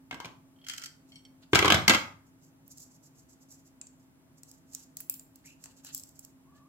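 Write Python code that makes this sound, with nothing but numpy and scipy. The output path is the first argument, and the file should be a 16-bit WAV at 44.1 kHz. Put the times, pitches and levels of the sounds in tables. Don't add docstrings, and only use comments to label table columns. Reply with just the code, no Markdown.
import sys
import numpy as np
from scipy import signal
from scipy.fft import rfft, irfft, next_fast_len
from scipy.io import wavfile
from scipy.ndimage import map_coordinates

SR = 44100
rng = np.random.default_rng(int(sys.argv[2]) if len(sys.argv) > 2 else 0)


def store_pcm(level_fs):
    pcm = np.round(np.clip(level_fs, -1, 1) * 32767).astype(np.int16)
    wavfile.write(sys.argv[1], SR, np.atleast_2d(pcm).T)


N = 294978

# pitch in Hz, width in Hz, level in dB.
NUT_MODES = [(700, 280, -7.5), (1144.6, 450, -2), (1619, 140, -0.5), (2060, 160, -1.5), (2680, 610, -4),
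             (3232, 370, -1), (3944, 740, -13.5)]


def basket_clatter():
    # start in seconds, level in dB, crack and thud in relative dB, knock and nut pitch in Hz.
    hits = [(1.532, -11.5, -26.5, -7, 401, 2160), (1.548, -13.5, -12.5, -12, 386.3, 2230),
            (1.555, -9, -15, -20, 197.9, 2283), (1.59, -13, -16, -15, 108.8, 2020),
            (1.625, -14, -24, -11.5, 395, 2330), (1.646, -10.5, -24, -16.5, 440.6, 1037),
            (1.656, -9.5, -21, -15, 408, 1002), (1.679, -12, -19.5, -15.5, 407.3, 1095),
            (1.702, -7, -20, -18.5, 317.3, 3004), (1.721, -7.5, -18.5, -13.5, 207, 1568),
            (1.743, -14.5, -12.5, -8, 118, 1540), (1.879, -6, -11.5, -23, 208, 2128),
            (1.896, -5, -14.5, -18.5, 263.2, 2670), (1.906, -8, -21, -19.5, 532.3, 1990),
            (1.936, -15, -18, -20.5, 301, 2206), (1.946, -11, -18.5, -22, 147, 2126)]
    contacts = knocks(*np.transpose(hits)[:3], t60=0.04, sway_db=1.5,
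                      body=NUT_MODES, body_db=-5, crack_db=3.5, metal_db=-29)
    return contacts + thuds(hits, basket_db=2, knock_db=4.5, shell_db=-7.5, t60=0.065)


def nut_loading():
    # start in seconds, level in dB, crack and thud in relative dB, knock and nut pitch in Hz.
    hits = [(0.11, -28, -20.5, -24, 254, 2184), (0.127, -34.5, -23, -10, 266, 1610),
            (0.143, -37.5, -13, -8.5, 350, 970), (0.201, -32.5, -14.5, -15.5, 184, 984),
            (0.246, -33.5, -15, -10, 372, 2376), (0.255, -34, -14.5, -12.5, 147, 1033)]
    contacts = knocks(*np.transpose(hits)[:3], t60=0.035, sway_db=3,
                      body=NUT_MODES, body_db=-5.5, crack_db=2.5, metal_db=-28)
    return contacts + thuds(hits, basket_db=6.5, knock_db=6.5, shell_db=-5, t60=0.022)


def squeeze(crackles=16, scatter_db=4, crackle_edge_db=-5):
    # start in seconds, level in dB, bright crack in relative dB.
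    breaks = [(0.666, -37, -15), (0.6841, -34, -2.5), (0.697, -27, -9), (0.7137, -40, -8.5),
              (0.736, -32, -9), (0.7801, -33.5, -6), (0.823, -34, -14), (0.8374, -35.5, -4.5),
              (0.8584, -35, -3)]
    # time in seconds, level in dB.
    grip = [(0.639, -50), (.69, -41.5), (.76, -42.5), (.83, -39), (.866, -47)]
    # pitch in Hz, width in Hz, level in dB.
    cup_modes = [(1362, 117, 5.5), (2050, 380, 2.5), (2460, 390, 0.5), (3150, 180, 8), (4400, 430, -29)]
    grip_s, grip_db = np.transpose(grip)
    jitter, strength = rng.random((crackles, 2)).T
    starts = grip_s[0] + (np.arange(crackles) + jitter) / crackles * (grip_s[-1] - grip_s[0])
    levels_db = np.interp(starts, grip_s, grip_db) + scatter_db * (2 * strength - 1)
    cracks = np.hstack([np.transpose(breaks), [starts, levels_db, np.full(crackles, crackle_edge_db)]])
    return knocks(*cracks, t60=0.027, sway_db=4, body=cup_modes, body_db=-5.5, crack_db=4.5, metal_db=-29)


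def tool_rings():
    # start in seconds, level in dB, tilt in dB per octave away from the main mode.
    clinks = [(.562, -67, -25), (.587, -60, -26), (.615, -56, -24), (0.641, -52.5, -11), (0.666, -44, -37),
              (.697, -32.5, -26), (1.12, -53, -2.5), (1.157, -51.5, 8), (1.251, -50.5, -0.5)]
    return metal_ring(*np.transpose(clinks))


def knocks(starts, levels_db, edges_db, t60, sway_db, body, body_db, crack_db, metal_db):
    # frequency in Hz, level in dB.
    crack_spectrum = [(2530, -34.5), (4300, -6), (5320, -4.5), (7490, -8), (9850, -20.5), (12600, -14),
                      (15700, -24.5), (16400, -31)]
    pans_db = sway_db * rng.standard_normal(len(starts))
    rows = zip(starts, levels_db, pans_db, np.full(len(starts), t60), edges_db)
    force, edge, _ = bursts(rows, alike=0.3, rise_s=0.00055)
    hollow = amp(body_db) * filtered(force, modes(body))
    crack = amp(crack_db) * filtered(edge, colour(crack_spectrum))
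    return hollow + crack + metal_ring(starts, levels_db + metal_db, np.zeros(len(starts)))


def thuds(hits, basket_db, knock_db, shell_db, t60):
    # pitch in Hz, width in Hz, level in dB.
    basket_modes = [(121, 62, 1.5), (228, 47, 1), (378.3, 190, 0)]
    push, tones = np.zeros((2, N))
    t = np.arange(SR // 8) / SR
    for start, db, _, thud_db, knock_hz, nut_hz in hits:
        add_at(push, start, amp(db + thud_db - 60 * t / 0.028) * rng.standard_normal(len(t)))
        knock = amp(db + thud_db + knock_db - 60 * t / t60) * np.sin(2 * np.pi * knock_hz * t)
        nut = amp(db + shell_db - 60 * t / 0.042) * np.sin(2 * np.pi * nut_hz * t)
        add_at(tones, start, knock + nut)
    return amp(basket_db) * filtered(push, modes(basket_modes)) + tones


def metal_ring(starts, levels_db, tilts_db, main_hz=3150):
    # pitch in Hz, level in dB, seconds to fall 60 dB.
    metal_modes = [(2200, -9, .08), (3150, 0, .06), (4445, -3, .07), (5560, -3, .055), (7500, -12, .03),
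                   (7950, -14, .04), (8440, -8, .025)]
    hz, mode_db, t60 = np.transpose(metal_modes)[..., None]
    octaves_away = np.abs(np.log2(hz / main_hz))
    out, t = np.zeros((2, N)), np.arange(SR // 6) / SR
    attack = np.minimum(t / 0.00033, 1)
    for start, db, tilt_db in zip(starts, levels_db, tilts_db):
        drift = 0.075 * np.cumsum(rng.standard_normal((len(hz), len(t))), 1)
        envelope = attack * amp(db + mode_db + tilt_db * octaves_away - 60 * t / t60)
        spread = amp(rng.normal(0, 2, (2, len(hz), 1)))
        phase = rng.uniform(0, 2 * np.pi, (2, len(hz), 1))
        partials = envelope * spread * np.sin(2 * np.pi * hz * t + drift + phase)
        add_at(out, start, partials.sum(1))
    return out


def shell_snaps(t60=0.012):
    # start in seconds, level in dB, body and top in relative dB.
    snaps = [(2.6782, -53, -29, 1.5), (2.7741, -43.5, -31, -13.5), (2.7815, -40.5, -41.5, -17),
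             (2.8016, -42.5, -39, -12), (3.8129, -32, -14.5, -38.5), (3.8684, -40.5, -25.5, -36),
             (4.4322, -37.5, -25.5, -13), (4.5134, -40.5, -34.5, -16.5), (4.7336, -40.5, -20, -17.5),
             (4.7479, -26, -38, -14), (4.9688, -30.5, -23, -9), (5.003, -39, -8.5, 1.5),
             (5.0065, -45.5, -12, 7.5), (5.0965, -25.5, -22, 1.5), (5.1397, -37, -28, -3.5),
             (5.1948, -36, -23, -18), (5.357, -47, -32.5, -5.5), (5.6388, -31, -13, -16),
             (5.657, -38, -7, -22), (5.8467, -39.5, -8, -7), (5.888, -47.5, -2.5, -11.5),
             (5.9468, -27, -42, -5), (5.9774, -37.5, -46, -5), (5.985, -36.5, -33, -15.5),
             (5.9964, -36.5, -30, -12.5), (6.0352, -36, -30.5, -15.5), (6.0903, -47.5, -33, -9.5),
             (6.1918, -38, -31, -6), (6.2483, -39, -40, -11)]
    # time in seconds, left over right in dB.
    hand_pan = [(2.6, -7), (3.8, 2.5), (4.7, -4.5), (5.1, 0), (5.95, 3), (6.1, -4)]
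    rows = [(s, db, np.interp(s, *np.transpose(hand_pan)), t60, *bands_db) for s, db, *bands_db in snaps]
    tick, body, top = bursts(rows, alike=0.23, rise_s=0.0015)
    tick = amp(2.5) * filtered(tick, modes([(5080, 1830, -2), (7570, 620, 10.5)]))
    body = amp(1.5) * filtered(body, modes([(1000, 520, -13.5), (1807, 240, -11.5), (2650, 450, -13)]))
    top = amp(10) * filtered(top, modes([(10260, 980, -5), (12184, 1680, -2.5), (15000, 1800, -1.2)]))
    return tick + body + top


def finger_rubs(stretch=1.3):
    # start in seconds, length in seconds before the stretch, level in dB.
    strokes = [(1.049, 0.14, -70), (1.405, 0.049, -71), (1.511, 0.036, -55), (2.257, 0.042, -69),
               (2.386, 0.11, -68.5), (2.651, 0.13, -62), (2.752, 0.12, -53), (2.896, 0.07, -61),
               (3.018, 0.061, -61), (3.138, 0.093, -63), (3.278, 0.073, -65.5), (3.396, 0.05, -65),
               (3.483, 0.066, -56), (3.551, 0.063, -66.5), (3.642, 0.047, -62.5), (3.985, 0.078, -72),
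               (4.351, .05, -66), (4.428, 0.14, -60.5), (4.657, .08, -68.5), (4.709, 0.13, -55),
               (4.96, 0.074, -57), (5.087, 0.09, -66.5), (5.341, 0.069, -70), (5.432, 0.096, -58),
               (5.586, 0.15, -64), (5.761, 0.051, -63.5), (5.831, 0.08, -50), (5.915, 0.073, -51.5),
               (6.05, 0.073, -63), (6.14, 0.15, -62.5), (6.545, 0.043, -68)]
    # time in seconds, dB relative to the rustle.
    hollowness = [(1.05, -9), (1.42, 10), (1.51, -18.5), (2.75, -37.5), (4.35, -26.5), (5.0, -15), (5.1, 4),
                  (5.4, -9), (5.87, -7.5), (5.97, -26.5), (6.55, -1)]
    # frequency in Hz, level in dB.
    rustle_spectrum = [(2000, -43.5), (3500, -22), (4800, -6.5), (6300, -1), (7600, 1), (8900, -17),
                       (12200, -5.5), (14200, -15), (16000, -25.5)]
    shell_modes = [(1452, 300, -7), (2010, 230, -10.5), (2700, 338.5, -2.5), (4356, 835, -3)]
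    pressure, resonance = np.zeros((2, N))
    for start, length, db in strokes:
        progress = np.linspace(0, 1, round(stretch * length * SR))
        stroke = amp(db) * np.sin(np.pi * progress ** 0.75) ** 1.5
        hollow_db = np.interp(start + length / 2, *np.transpose(hollowness))
        add_at(pressure, start, stroke)
        add_at(resonance, start, amp(hollow_db) * stroke)
    rustle = pressure * filtered(grit(), colour(rustle_spectrum))
    return rustle + resonance * filtered(grit(), modes(shell_modes))


def grit():
    grains = noise_pair(N, alike=0.46) * amp(2 * wobble(700) + 4.4 * wobble(60))
    return grains / np.sqrt(np.mean(grains ** 2)) * amp([[-1.2], [1.2]])


def shell_creak():
    # time in seconds, pitch in Hz, level in dB.
    glide = [(5.435, 1600, -62), (5.462, 2550, -56), (5.55, 2600, -69)]
    return wavering(glide, waver_hz=190, flutter_db=5, rate=500)


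def faint_tones():
    # time in seconds, pitch in Hz, level in dB.
    low = [(6.44, 1044, -83.5), (6.48, 1090, -73), (6.6, 1157, -70), (6.689, 1206, -67.5)]
    high = [(6.47, 1746, -89.5), (6.576, 1746, -74.5), (6.63, 1780, -88.5)]
    return amp(3.5) * sum(wavering(glide, waver_hz=45, flutter_db=4, rate=130) for glide in (low, high))


def room(source):
    # frequency in Hz, seconds to fall 60 dB.
    decay_times = [(80, 0.72), (250, 0.26), (1000, 0.43), (3000, 0.31), (10000, 0.34)]
    out, step = np.zeros((2, N)), SR // 4
    for start in range(0, N, step):
        hz, t, (mid, side) = signal.stft(rng.standard_normal((2, SR // 2)), SR, nperseg=256)
        hz = hz[:, None]
        width = np.clip(0.32 + hz / 2000, 0, 1)
        diffuse = np.array([mid + width * side, mid - width * side]) / np.sqrt(1 + width ** 2)
        walls_db = -4 * np.log2(1 + hz / 4000)
        fade = amp(walls_db - 60 * t / along(decay_times, hz))
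        tail = signal.istft(diffuse * fade, SR, nperseg=256)[1]
        tail[:, :150] = 0
        tail /= np.linalg.norm(tail[0])
        add_at(out, start / SR, signal.oaconvolve(source[None, start:start + step], tail, axes=1))
    return out


def background():
    # frequency in Hz, level in dB.
    air_spectrum = [(15, -48.5), (25, -3), (92, -5.5), (138, -4.5), (207, -14.5), (264, -5), (407, -20),
                    (645, -21), (719, -25), (869, -19), (943, -22.5), (4300, -35.5), (7590, -34.5),
                    (12400, -42.5), (16200, -43)]
    # pitch in Hz, width in Hz, level in dB (the response is squared).
    hum_modes = [(148, 32, -2), (262.3, 87, -6.5), (367, 98, -9), (659.7, 28, -7.5), (855, 45, -16.5)]
    # frequency in Hz, left-right likeness (1 alike, -1 or less opposite).
    likeness = [(60, 0.81), (180, 0.76), (550, 0.58), (1650, -0.21), (4970, -0.53), (15000, -1.6)]

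    def mid_side_noise(response):
        def split(hz):
            angle = stereo_angle(along(likeness, hz))
            return response(hz) * [np.cos(angle), np.sin(angle)]
        return filtered(rng.standard_normal((2, N)), split)

    air = amp(-64.5) * mid_side_noise(colour(air_spectrum))
    hum = amp(-69.5) * mid_side_noise(lambda hz: modes(hum_modes)(hz) ** 2)
    motor = amp(-61 + 2 * wobble(5.6)) * sine(266.5 + 3 * wobble(5.2))
    hiss_bands = modes([(7500, 2510, -2.5), (12500, 3730, 0.2), (15500, 2200, -2)])
    hiss = amp(-77.5) * filtered(rng.standard_normal((2, N)), hiss_bands)
    mid, side = air + hum
    return np.array([mid + side, mid - side]) + motor + hiss


def bursts(rows, alike, rise_s):
    tracks, t = np.zeros((3, 2, N)), np.arange(SR // 16) / SR
    for start, db, pan_db, t60, *bands_db in rows:
        splinters = np.repeat(amp(rng.normal(0, 2.5, len(t) // 32 + 1)), 32)[:len(t)]
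        envelope = amp(db - 60 * t / t60) * np.minimum(t / rise_s, 1)
        pan = amp([[pan_db / 2], [-pan_db / 2]])
        puff = noise_pair(len(t), alike) * splinters * envelope * pan
        for track, band_db in zip(tracks, [0] + bands_db):
            add_at(track, start, amp(band_db) * puff)
    return tracks


def wavering(glide, waver_hz, flutter_db, rate):
    times, hz, db = np.transpose(glide)
    t = np.arange(N) / SR
    gate = np.clip(np.minimum(t - times[0], times[-1] - t) / 0.02, 0, 1)
    level = amp(np.interp(t, times, db) + flutter_db * wobble(rate))
    return gate * level * sine(np.interp(t, times, hz) + waver_hz * wobble(rate))


def wobble(rate):
    return map_coordinates(rng.standard_normal(int(N * rate / SR) + 4), [np.arange(N) * rate / SR])


def noise_pair(length, alike):
    mid, side = rng.standard_normal((2, length))
    angle = stereo_angle(alike)
    return np.cos(angle) * mid + np.sin(angle) * np.array([side, -side])


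def filtered(x, response):
    size = next_fast_len(N + SR // 2)
    gain = response(np.fft.rfftfreq(size, 1 / SR))
    return irfft(rfft(x, size) * gain / np.sqrt(np.mean(np.abs(gain) ** 2)), size)[..., :N]


def modes(resonances):
    return lambda hz: sum((-1) ** k * amp(db) * 1j * hz * width / (pitch ** 2 - hz ** 2 + 1j * hz * width)
                          for k, (pitch, width, db) in enumerate(resonances))


def colour(spectrum):
    return lambda hz: amp(along(spectrum, hz))


def along(points, hz):
    knots_hz, values = np.transpose(points)
    return np.interp(np.log(hz + 1), np.log(knots_hz + 1), values)


def stereo_angle(alike):
    return np.arccos(np.clip(alike, -1, 1)) / 2


def sine(hz):
    return np.sin(2 * np.pi * np.cumsum(hz) / SR)


def amp(db):
    return 10 ** (np.asarray(db) / 20)


def add_at(track, start_s, sound):
    span = track[..., round(start_s * SR):][..., :sound.shape[-1]]
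    span += sound[..., :span.shape[-1]]


def scene():
    creak = shell_creak()
    tool = nut_loading() + squeeze() + basket_clatter() + tool_rings()
    hands = shell_snaps() + finger_rubs() + creak
    direct = tool + hands
    direct[0] = np.roll(direct[0], 5)
    reverb = room(amp(-7.5) * tool[0] + amp(-8) * hands[0])
    return direct + reverb + faint_tones() + background()


def record(dry, ceiling=0.95, bass_hz=40, top_hz=17000):
    soft = dry / (1 + np.abs(dry / ceiling) ** 6) ** (1 / 6)
    size = next_fast_len(N + SR // 2)
    hz = np.fft.rfftfreq(size, 1 / SR)
    droop = amp(np.interp(hz, [15900, 16200], [0, -24]))
    bass_cut = (1j * hz / (bass_hz + 1j * hz)) ** 5
    return irfft(rfft(soft, size) * bass_cut * droop * (hz < top_hz), size)[:, :N]


dry = scene()
out = record(dry)
store_pcm(out)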